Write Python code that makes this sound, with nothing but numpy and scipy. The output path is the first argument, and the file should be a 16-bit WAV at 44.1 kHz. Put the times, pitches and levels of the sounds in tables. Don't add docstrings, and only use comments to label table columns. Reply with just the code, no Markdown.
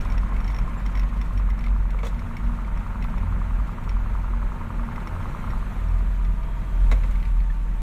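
import sys
import numpy as np
from scipy import signal
from scipy.io import wavfile
from scipy.ndimage import uniform_filter1d

SR = 44100
rng = np.random.default_rng(int(sys.argv[2]) if len(sys.argv) > 2 else 0)


def linear_from_db(decibels):
    return 10 ** (np.asarray(decibels, float) / 20)


def output_pcm(signal):
    pcm = np.clip(np.atleast_2d(signal).T, -1, 1) * 32767
    wavfile.write(sys.argv[1], SR, np.round(pcm).astype(np.int16))


N = 344851
T = np.arange(N) / SR

# time in seconds, peak level of the knock in dB.
LOAD = [(0, -29), (.6, -30), (1.2, -32), (2, -32), (2.6, -29), (3.3, -28), (3.8, -29), (4.5, -27.5),
        (5.1, -27), (5.55, -26.5), (5.66, -32), (6.1, -37), (7.82, -42)]


def evened(x):
    return x / np.sqrt(np.mean(x ** 2) + 1e-20)


def columns(rows):
    s, *rest = np.transpose(rows)
    return [np.interp(T, s, column) for column in rest]


def add(mix, s, sound):
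    part = mix[round(s * SR):][:len(sound)]
    part += sound[:len(part)]


def resonate(x, hz, width):
    return signal.lfilter(*signal.iirpeak(hz, hz / width, SR), x)


def drift(per_s):
    knots = rng.standard_normal(N // 64 + 1002)
    lowpass = signal.butter(2, min(per_s * 128 / SR, .9))
    smooth = signal.filtfilt(*lowpass, knots)[500:-500]
    return np.interp(np.arange(N) / 64, np.arange(len(smooth)), evened(smooth))


def bell(s, half):
    return np.exp(-.5 * ((T[::64] - s) / half) ** 2).repeat(64)[:N]


def swells(rows):
    return sum(linear_from_db(db) * bell(s, half) for s, db, half in rows)


def ring(modes, detune=0, shade_db=0):
    t = np.arange(4000) / SR
    out = np.zeros(len(t))
    for hz, db, t60 in modes:
        pitch = hz * (1 + detune * rng.standard_normal())
        level_db = db + shade_db * rng.standard_normal()
        out += linear_from_db(level_db - 60 * t / t60) * np.sin(2 * np.pi * pitch * t)
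    return out * (1 - np.exp(-t / .0012))


def noise(shape, band, patchy_db, flicker_db, size):
    frames, hz = 4 * N // size + 5, np.fft.rfftfreq(size, 1 / SR)
    a, b, patches = rng.standard_normal((frames, len(hz), 3)).T
    patches = uniform_filter1d(patches, size=5, axis=0)
    patches = evened(uniform_filter1d(patches, size=9, axis=1))
    flicker = evened(uniform_filter1d(rng.standard_normal(frames), size=3))
    f, db = np.transpose(shape)
    colour = linear_from_db(np.interp(np.log(hz + 1), np.log(f + 1), db, left=-120, right=-120))
    z = (a + 1j * b) * colour[:, None] * linear_from_db(patchy_db * patches + flicker_db * flicker)
    inside = (hz > band[0]) & (hz < band[1])
    share = np.sqrt((abs(z[inside]) ** 2).sum() / (abs(z) ** 2).sum())
    sound = signal.istft(z, nperseg=size, noverlap=3 * size // 4)[1][:N]
    return evened(sound) / share


def cycles():
    # time in seconds, four-stroke cycles turned.
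    turned = [(-0.034, -1), (0.055, 0), (0.766, 8), (1.488, 16), (2.219, 24), (2.956, 32), (5.163, 56),
              (5.533, 60), (5.72, 62), (5.912, 64), (6.294, 68), (6.68, 72), (7.071, 76), (7.465, 80),
              (7.95, 84.85)]
    return uniform_filter1d(columns(turned)[0], size=4001, mode="nearest")


def boom(turn):
    # time in seconds, peak level in dB, half length in seconds.
    ruts = [(0.006, -22.5, 0.28), (0.187, -21, 0.033), (0.362, -21.5, 0.02), (0.546, -22.5, 0.11),
            (0.855, -20, 0.042), (1.016, -16, 0.047), (1.211, -21, 0.069), (1.456, -16, 0.083),
            (1.738, -18, 0.066), (1.946, -20, 0.17), (2.457, -21, 0.057), (2.71, -22.5, 0.12),
            (3.024, -21, 0.031), (3.199, -24.5, 0.039), (3.383, -21, 0.11), (3.585, -19.5, 0.063),
            (3.939, -19, 0.059), (4.124, -22, 0.051), (4.342, -21, 0.13), (4.789, -24.5, 0.067),
            (5.075, -31, 0.068), (5.272, -29.5, 0.039), (5.545, -23.5, 0.083), (5.988, -17, 0.16),
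            (6.282, -19.5, 0.076), (6.579, -24.5, 0.15), (6.869, -15, 0.076), (7.053, -18, 0.13),
            (7.384, -18, 0.085), (7.713, -20.5, 0.32)]
    # time in seconds, half length in seconds, drop in Hz.
    slack = (4.9, .2, 4.5)
    s, half, sag_hz = slack
    slip_hz = 1.6 - sag_hz * bell(s, half)
    phase = 2 * np.pi * (4 * turn + np.cumsum(slip_hz) / SR) + .35 * drift(14)
    rest_db = -40
    size = uniform_filter1d(linear_from_db(rest_db) + swells(ruts), size=128)
    return size * linear_from_db(1.2 * drift(18)) * np.sin(phase)


def hum(turn):
    orders = [8, 16, 21.3]
    rest_db = [-40, -44.5, -46.5]
    per_load = [0, 0, 0.86]
    # time in seconds, peak level in dB, half length in seconds.
    surges = [
        [(.12, -34, 0.07), (1.36, -27.5, 0.017), (1.81, -37, 0.04), (2.26, -32, 0.031), (2.85, -42, .15),
         (3.27, -25, 0.048), (3.49, -33, 0.052), (4.02, -37, 0.23), (4.65, -35.5, 0.048), (5.16, -32, 0.052),
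         (5.47, -31, 0.022), (5.91, -28.5, 0.086), (6.3, -32.5, 0.032), (6.95, -33.5, 0.14)],
        [(1.1, -47.5, 0.24), (3.16, -38, 0.045), (5.98, -49, 0.15), (6.3, -43, 0.058), (6.9, -47, 0.043)],
        [(1.15, -41, 0.045), (1.65, -42, 0.066), (2.3, -41, 0.11), (2.52, -38.5, 0.057), (3.05, -39.5, 0.052),
         (4.37, -40, 0.051), (4.85, -38, 0.076)],
    ]
    # waves per engine cycle, level in dB.
    lumps = [(2, -40.5), (3, -63), (5, -61), (6, -52.5), (10, -50.5), (11, -50), (13, -52), (14, -50),
             (18, -62.5), (19, -51.5), (24, -59), (30, -61)]
    load_db = columns(LOAD)[0] + 29.0
    strong, faint = np.zeros(N), np.zeros(N)
    for order, db, share, rows in zip(orders, rest_db, per_load, surges):
        size = linear_from_db(db + share * load_db + 1.8 * drift(5.7)) + swells(rows)
        strong += size * np.sin(2 * np.pi * order * turn + .45 * drift(4.9))
    for order, db in lumps:
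        wave = np.sin(2 * np.pi * (round(order) * turn + rng.random()))
        faint += linear_from_db(db + 1.5 * drift(9.8)) * wave
    return strong + np.sqrt(2) * faint


def blows(turn, place, db):
    at = np.flatnonzero(np.diff(np.floor(turn - place)) > 0)
    late, uneven_db = rng.standard_normal((2, len(at)))
    out = np.zeros(N)
    where = np.clip(at + (6 * late).astype(int), 0, N - 1)
    out[where] = linear_from_db(db + np.interp(T[at], *np.transpose(LOAD)) + uneven_db)
    return out


def knock(turn):
    # place as a fraction of the cycle, pitch in Hz, half length in seconds.
    loudest = (.02, 1130, .0008)
    # place as a fraction of the cycle, level in dB.
    lesser_knocks = [(.055, -9), (.1, -10), (.27, -9), (.39, -7), (.45, -7), (.53, -13), (.65, -10),
                     (.73, -11), (.8, -13), (.89, -8)]
    # place as a fraction of the cycle, level in dB.
    sump_knocks = [(.015, -11), (.23, -13), (.39, -14), (.45, -14), (.87, -13), (.95, -14)]
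    # pitch in Hz, level in dB, time to die by 60 dB in seconds.
    block = [(925, -7, .025), (1050, -2.5, .022), (1220, -3, .018), (1350, -5, .018), (1535, -15, .015),
             (2050, -13, .012), (640, -9, .02)]
    # pitch in Hz, level in dB, time to die by 60 dB in seconds.
    sump = [(925, 0, .05)]
    place, hz, half = loudest
    t = np.arange(-150, 151) / SR
    tick = np.exp(-.5 * (t / half) ** 2) * np.sin(2 * np.pi * hz * t)
    out = signal.oaconvolve(blows(turn, place, 1.2), tick, "same")
    body = ring(block)
    lesser = sum(blows(turn, *row) for row in lesser_knocks)
    out += signal.oaconvolve(lesser, body / abs(body).max())[:N]
    low = sum(blows(turn, *row) for row in sump_knocks)
    out += signal.oaconvolve(low, ring(sump))[:N]
    taps = rng.standard_normal(N) * linear_from_db(4.4 * drift(56))
    clatter = evened(signal.oaconvolve(taps, body)[:N])
    return out + linear_from_db(-60.5 + 3.9 * (columns(LOAD)[0] + 29.0)) * clatter


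def whines(turn):
    # start in seconds, end in seconds, start pitch in Hz, end pitch in Hz, level in dB.
    glides = [(0, 1.5, 1068, 1053, -52), (5.8, 6.2, 655, 664, -59), (6.28, 6.95, 661, 651, -55),
              (5.65, 6.05, 1248, 1215, -56), (6.1, 6.9, 1218, 1185, -55.5), (7, 7.9, 1175, 1153, -59),
              (5.3, 6.3, 928, 920, -62), (6.4, 7.9, 922, 904, -54.5), (5.7, 6.75, 990, 945, -57),
              (6.4, 6.92, 3242, 3250, -67)]
    out = np.zeros(N)
    for start, end, start_hz, end_hz, db in glides:
        hz = np.interp(T, [start, end], [start_hz, end_hz])
        on = 1. * (T >= start) * (T <= end)
        on = uniform_filter1d(on, size=6000, mode="nearest")
        if 900 < start_hz < 1100:
            on *= 1 + .6 * np.cos(2 * np.pi * turn)
        phase = 2 * np.pi * np.cumsum(hz) / SR + .7 * drift(16)
        out += on * linear_from_db(db + 1.5 * drift(11)) * np.sin(phase)
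    return np.sqrt(2) * out


def road():
    # time in seconds, level in dB.
    track = [(0, 3), (.94, 2), (1.72, -1.5), (3.05, 0.5), (4.46, -0.5), (4.9, 1.5), (5.79, 1), (6.29, -2.5),
             (7.03, 0), (7.51, -4.5), (7.82, -3)]
    # time in seconds, level in dB.
    spray = [(0.0, -63), (0.15, -68), (1.18, -69), (1.83, -70), (2.22, -68), (4.64, -68), (5.31, -64.5),
             (6.47, -68), (7.01, -64), (7.21, -66.5), (7.49, -69), (7.82, -68)]
    # time in seconds, level in dB.
    pan_level = [(0.0, -51), (1.24, -53.5), (1.76, -53.5), (3.02, -50.5), (4.57, -48), (5.12, -44),
                 (5.6, -47.5), (5.92, -48), (6.34, -51.5), (6.95, -48), (7.36, -63), (7.82, -50)]
    # pitch in Hz, level in dB per Hz.
    rumble_shape = [(12, -45), (22, 2.5), (28, 7.5), (34, -3.5), (45, -4), (62, -16.5), (100, -11),
                    (150, -15.5), (225, -15), (285, -32), (400, -38), (600, -36)]
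    # pitch in Hz, level in dB per Hz.
    roar_shape = [(150, -18), (250, -6), (378, -13.5), (665, -7), (753, -11), (944, -9), (1040, -7),
                  (1210, -7.5), (1460, -9.5), (2360, -15), (5000, -49.5), (6500, -37), (11000, -120)]
    # pitch in Hz, level in dB per Hz.
    hiss_shape = [(2350, 6), (4000, 2.5), (4960, -7), (6550, -3.5), (8220, -4), (11200, -8), (13000, -6.5),
                  (15500, -10)]
    rough_db = columns(track)[0]
    rumble = linear_from_db(-43.5 + 1.25 * rough_db) * noise(rumble_shape, (100, 155), 0.84, 0.86, size=8192)
    roar = linear_from_db(-52.0 + 0.87 * rough_db) * noise(roar_shape, (1500, 3000), 0.52, 0.97, size=512)
    hiss = linear_from_db(columns(spray)[0] + 0.74) * noise(hiss_shape, (7000, 14000), 1.7, 0.24, size=512)
    pan_hz, pan_width_hz = 329, 330
    pan = resonate(rng.standard_normal(N), pan_hz, pan_width_hz)
    pan = evened(resonate(pan, pan_hz, pan_width_hz))
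    return rumble + roar + hiss + linear_from_db(columns(pan_level)[0] - 5.0 + 1.9 * drift(26)) * pan


def chatter():
    # time in seconds, taps per second.
    rate = [(0, 44), (.6, 100), (1.7, 35), (2.5, 10), (5, 8), (6.8, 3.5), (7, 25), (7.5, 20), (7.82, 8)]
    struck = rng.random(N) < columns(rate)[0] / SR
    size = linear_from_db(-56.5 + 2.0 * np.minimum(rng.exponential(1, N), 4)) * struck
    part = rng.integers(0, 8, N)
    band = signal.butter(1, [1800, 4500], "band", fs=SR)
    grit = signal.lfilter(*band, rng.standard_normal((8, 700)))
    grit *= linear_from_db(-60 * np.arange(700) / SR / 0.12)
    return sum(signal.oaconvolve(size * (part == k), g)[:N] for k, g in enumerate(grit))


def scratch():
    t, grit = np.arange(900) / SR, rng.standard_normal(900)
    band = signal.butter(2, [1300, 4300], "band", fs=SR)
    grit = signal.lfilter(*band, grit) + .16 * grit
    return grit * np.minimum(t / .001, 1) * linear_from_db(-60 * t / .045)


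def rattles():
    # time in seconds, ring peak in dB, mount knock in dB above the ring.
    jingles = [(0.0094, -44.5, 9), (0.1002, -45.5, 10), (0.1206, -45.5, 12.5), (0.179, -44, 12),
               (0.3634, -58, 27), (0.403, -54, 21), (0.4434, -46.5, 10.5), (0.4778, -44.5, 11),
               (0.5018, -53.5, 20), (0.5445, -45, 10), (0.5638, -47, 12), (0.5861, -43.5, 11),
               (0.8617, -42, 9.5), (0.9517, -47.5, 15), (0.9732, -44, 12.5), (0.9946, -42.5, 10),
               (1.2133, -43, 12), (1.375, -48.5, 16), (1.503, -52.5, 17), (1.6402, -50.5, 18.5),
               (1.9046, -55.5, 21), (2.3675, -48.5, 18), (2.7741, -51, 13.5), (3.024, -49, 18),
               (3.1802, -50, 12), (3.8921, -43, 12), (4.9586, -51, 14.5), (5.0725, -44, 10),
               (5.5034, -50.5, 15), (6.2487, -56, 21)]
    # time in seconds, ring peak in dB.
    touches = [(.0498, -51), (.2094, -60), (.5282, -59), (0.7043, -63), (.9266, -60), (1.5913, -54),
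               (2.192, -52), (4.85, -60), (2.45, -59), (5.8845, -55), (6.4313, -58)]
    # time in seconds, peak in dB.
    taps = [(0.0687, -40), (0.0498, -36), (0.3401, -36), (1.0318, -33), (1.6077, -35), (1.663, -30),
            (1.682, -35), (1.5902, -37), (1.989, -33), (2.1437, -35), (0.8016, -40), (2.1925, -34),
            (2.396, -39), (3.041, -31), (3.269, -41), (6.4313, -38.5), (7.0347, -31.5), (7.1109, -38),
            (7.155, -36), (7.2007, -37), (7.227, -33.5), (7.253, -32), (7.4024, -35), (7.502, -45),
            (5.002, -38), (5.39, -38), (2.648, -42), (5.2255, -39), (6.5814, -46)]
    # pitch in Hz, level in dB, time to die by 60 dB in seconds.
    fitting = [(5490, 6, .022), (5620, 1, .016), (5510, -22, .07), (6280, -6, .025), (4150, -12, .014),
               (3450, -10, .016), (8750, -18, .016), (10400, -16, .018), (11800, -16, .018),
               (13700, -12, .018)]
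    # pitch in Hz, level in dB, time to die by 60 dB in seconds.
    mount = [(1650, -7, .010), (2040, 5, .02), (2250, 5, .017), (2480, 1, .013), (2950, -5, .012),
             (3500, -7, .014), (4100, -10, .013)]
    out = np.zeros(N)
    for s, db, mount_db in list(jingles) + [(s, db, 6) for s, db in touches]:
        add(out, s, linear_from_db(db - 2.5) * ring(fitting, .005, 1.8))
        add(out, s, linear_from_db(db + mount_db - 3.5) * ring(mount, .034, 2.5))
        add(out, s, linear_from_db(db + 0.61 * mount_db - 2.5) * scratch())
    for s, db in taps:
        add(out, s, linear_from_db(db - 6.5) * ring(mount, .03, 1.5))
        add(out, s, linear_from_db(db - 8.5) * scratch())
    return out


def snaps():
    # time in seconds, peak in dB.
    landings = [(.0105, -53), (.0505, -60), (.1005, -57), (.1211, -52), (.1795, -53), (.2095, -58),
                (.341, -58), (.3641, -51), (.403, -56), (.444, -57), (.478, -54), (.5028, -53),
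                (.5452, -55), (.5636, -53), (.5866, -51), (.802, -58), (.8619, -50), (.9542, -54),
                (.974, -55), (.9941, -50), (1.033, -57), (1.052, -58), (1.1303, -57), (1.2141, -50),
                (1.241, -58), (1.3324, -52), (1.3763, -54), (1.4975, -51), (1.5893, -54), (1.608, -58),
                (1.6397, -56), (1.664, -54), (1.9046, -53), (1.99, -57), (2.0687, -47), (2.193, -56),
                (2.3677, -52), (2.7741, -58), (3.024, -56), (3.0416, -53), (3.1788, -55), (3.8922, -55),
                (4.9586, -58), (5.072, -53), (6.9128, -49), (7.1089, -49), (7.1553, -53), (7.254, -57)]
    # pitch in Hz, width in Hz, level in dB.
    bright = [(6900, 900, -1), (7600, 1200, 0), (9000, 1500, 0), (10700, 1200, -7), (11900, 1000, -4),
              (13600, 1200, -2), (14800, 800, -11)]
    out, t = np.zeros(N), np.arange(1200) / SR
    for s, db in landings:
        grit, burst = rng.standard_normal(1200), np.zeros(1200)
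        for hz, width, d in bright:
            burst += linear_from_db(d + 3.0 * rng.standard_normal()) * evened(resonate(grit, hz, width))
        fade = linear_from_db(db - 2 - 60 * t / 0.04)
        add(out, s, fade * np.minimum(t / .002, 1) * evened(burst))
    return out


def squeak():
    rub = (.772, 7400, -56, .012)
    s, hz, db, half = rub
    hump = np.exp(-.5 * ((T - s - half) / half * 2) ** 2)
    return linear_from_db(db) * hump * np.sin(2 * np.pi * hz * T + drift(150))


def pings():
    # time in seconds, peak in dB, pitch in Hz, time to die by 60 dB in seconds.
    strikes = [(2.5, -36, 700, .03), (2.033, -33, 1260, 0.065), (1.8, -42, 1400, .04),
               (2.061, -38, 526, .07), (7.503, -44, 2300, .02), (7.5055, -45, 3300, .02),
               (2.067, -33, 3430, .03), (2.068, -44, 1400, .04), (6.92, -35.5, 250, .14),
               (6.914, -31, 519, .08), (6.9135, -29, 700, .06), (6.914, -35, 840, .05),
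               (6.9135, -38, 1384, .06), (7.5, -35, 1770, .06), (6.9132, -35.5, 2049, .08),
               (6.9135, -33.5, 2210, 0.087), (6.922, -40, 2050, .05), (6.9135, -38, 1080, .04),
               (6.924, -37, 630, .05), (6.914, -44, 2750, .03), (6.9135, -43, 2480, .08),
               (6.9132, -42, 3854, 0.029), (6.9135, -46, 4200, .04), (6.951, -38, 270, .06),
               (7.037, -37, 950, 0.054), (7.036, -43, 2100, .03)]
    out = np.zeros(N)
    for s, db, hz, t60 in strikes:
        add(out, s, ring([(hz, db, t60)]))
    return out


def thumps():
    # time in seconds, peak in dB, pitch in Hz, time to die by 60 dB in seconds.
    hits = [
        (1.946, -38, 500, 0.1),
        (2.04, -41, 500, .1),
        (2.066, -40, 503, .08),
        (6.917, -41, 408, .05),
        (7.655, -46, 476, 0.088),
    ]
    out = np.zeros(N)
    for s, db, hz, t60 in hits:
        add(out, s, ring([(hz, db, t60), (0.88 * hz, db - 4.0, t60)]))
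    return out


def jolts():
    # time in seconds, peak in dB, rise in seconds, time to die by 60 dB in seconds,
    # treble tilt in dB per octave.
    bumps = [
        (2.029, -35.5, 0.003, 0.077, -1.5),
        (2.034, -42, 0.019, 0.12, 2.5),
        (2.045, -44.5, 0.017, 0.048, -8),
        (2.064, -42.5, 0.0047, 0.053, 4),
        (2.078, -51, 0.0052, .07, 4.5),
        (6.9125, -30, 0.002, 0.067, 0.5),
        (6.92, -35.5, 0.0029, 0.059, 0.5),
        (6.93, -51, 0.0086, 0.23, 1),
        (7.035, -42.5, 0.0054, 0.068, -1),
    ]
    # pitch in Hz, width in Hz, level in dB.
    dash = [(294, 300, -7), (514, 65, 3.5), (840, 240, -1.5), (1290, 610, -2.5), (2300, 650, -5.5),
            (3750, 530, -10.5), (6200, 1400, -14), (12000, 4900, -22)]
    # time in seconds, peak in dB.
    cracks = [(6.9135, -37), (6.9165, -36), (6.9195, -37), (6.9235, -38), (6.929, -41), (6.955, -44),
              (7.038, -44)]
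    # pitch in Hz, level in dB, time to die by 60 dB in seconds.
    shell = [(262, -3, .07), (400, -1, .05), (517, -3, .04), (690, -5, .03), (860, -4, .025),
             (1080, -6, .022), (1367, -3, .03), (1766, -3, .03), (2046, -2, .04), (2230, -1, .045),
             (2480, -4, .025), (3400, -7, .02), (3850, -5, .018), (6600, -13, .02)]
    out, t = np.zeros(N), np.arange(6000) / SR
    for s, db, rise, t60, tilt_db in bumps:
        grain = linear_from_db(2.5 * evened(uniform_filter1d(rng.standard_normal(len(t)), size=60)))
        fade = np.minimum(t / rise, 1) * linear_from_db(-60 * np.maximum(t - rise, 0) / t60)
        burst = grain * rng.standard_normal(len(t)) * fade
        panel = np.zeros(len(t))
        for k, (hz, width, d) in enumerate(dash):
            level = (-1) ** k * linear_from_db(d + tilt_db * np.log2(hz / 1000))
            answer = resonate(resonate(burst, hz, 3 * width), hz, 1.56 * width)
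            panel += level * answer * np.sqrt(300 / width)
        add(out, s, linear_from_db(db + 11.5) * (panel + linear_from_db(-48.0 + 1.4 * tilt_db) * burst))
    for s, db in cracks:
        add(out, s, linear_from_db(db) * ring(shell, .015, 2.0))
    return out


def cab(x):
    t = np.arange(60, 5000) / SR
    signs = rng.choice([-1., 1.], len(t))
    tail = signs * (rng.random(len(t)) < .06) * linear_from_db(-60 * t / .08)
    return signal.oaconvolve(x, np.r_[np.zeros(60), tail / np.linalg.norm(tail)])[:N]


def scene():
    turn = cycles()
    near = rattles()
    struck = jolts() + chatter() + squeak() + thumps()
    engine = boom(turn) + hum(turn) + knock(turn) + whines(turn)
    echoes = linear_from_db(-4.5) * cab(struck + .6 * near)
    return (engine + road() + near + snaps() + pings() + struck + echoes)[None]


def starved(x):
    # pitch in Hz, rarity in standard deviations.
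    rarity = [(4000, 2.6), (5000, 1.7), (7500, 2.0), (9500, 1.3), (11200, 1.0), (12600, 1.4), (14000, .9),
              (15000, .6)]
    hz, s, z = signal.stft(x, SR, nperseg=1024, noverlap=768)
    luck = rng.standard_normal((len(hz) // 4 + 1, len(s) // 8 + 1))
    luck = luck.repeat(4, 0).repeat(8, 1)[:len(hz), :len(s)]
    limit = np.interp(hz, *np.transpose(rarity), left=9)[:, None] + np.interp(s, [1.8, 2.5], [0, .15])
    kept = luck < limit
    return signal.istft(z * (.02 + .98 * kept), SR, nperseg=1024, noverlap=768)[1][:, :N]


def low_pass(x):
    return signal.sosfilt(signal.butter(12, 15680, fs=SR, output="sos"), x)


def record(dry):
    opening = np.minimum(T / .003, 1)
    return low_pass(starved(dry) * opening)


dry = scene()
out = record(dry)
output_pcm(out)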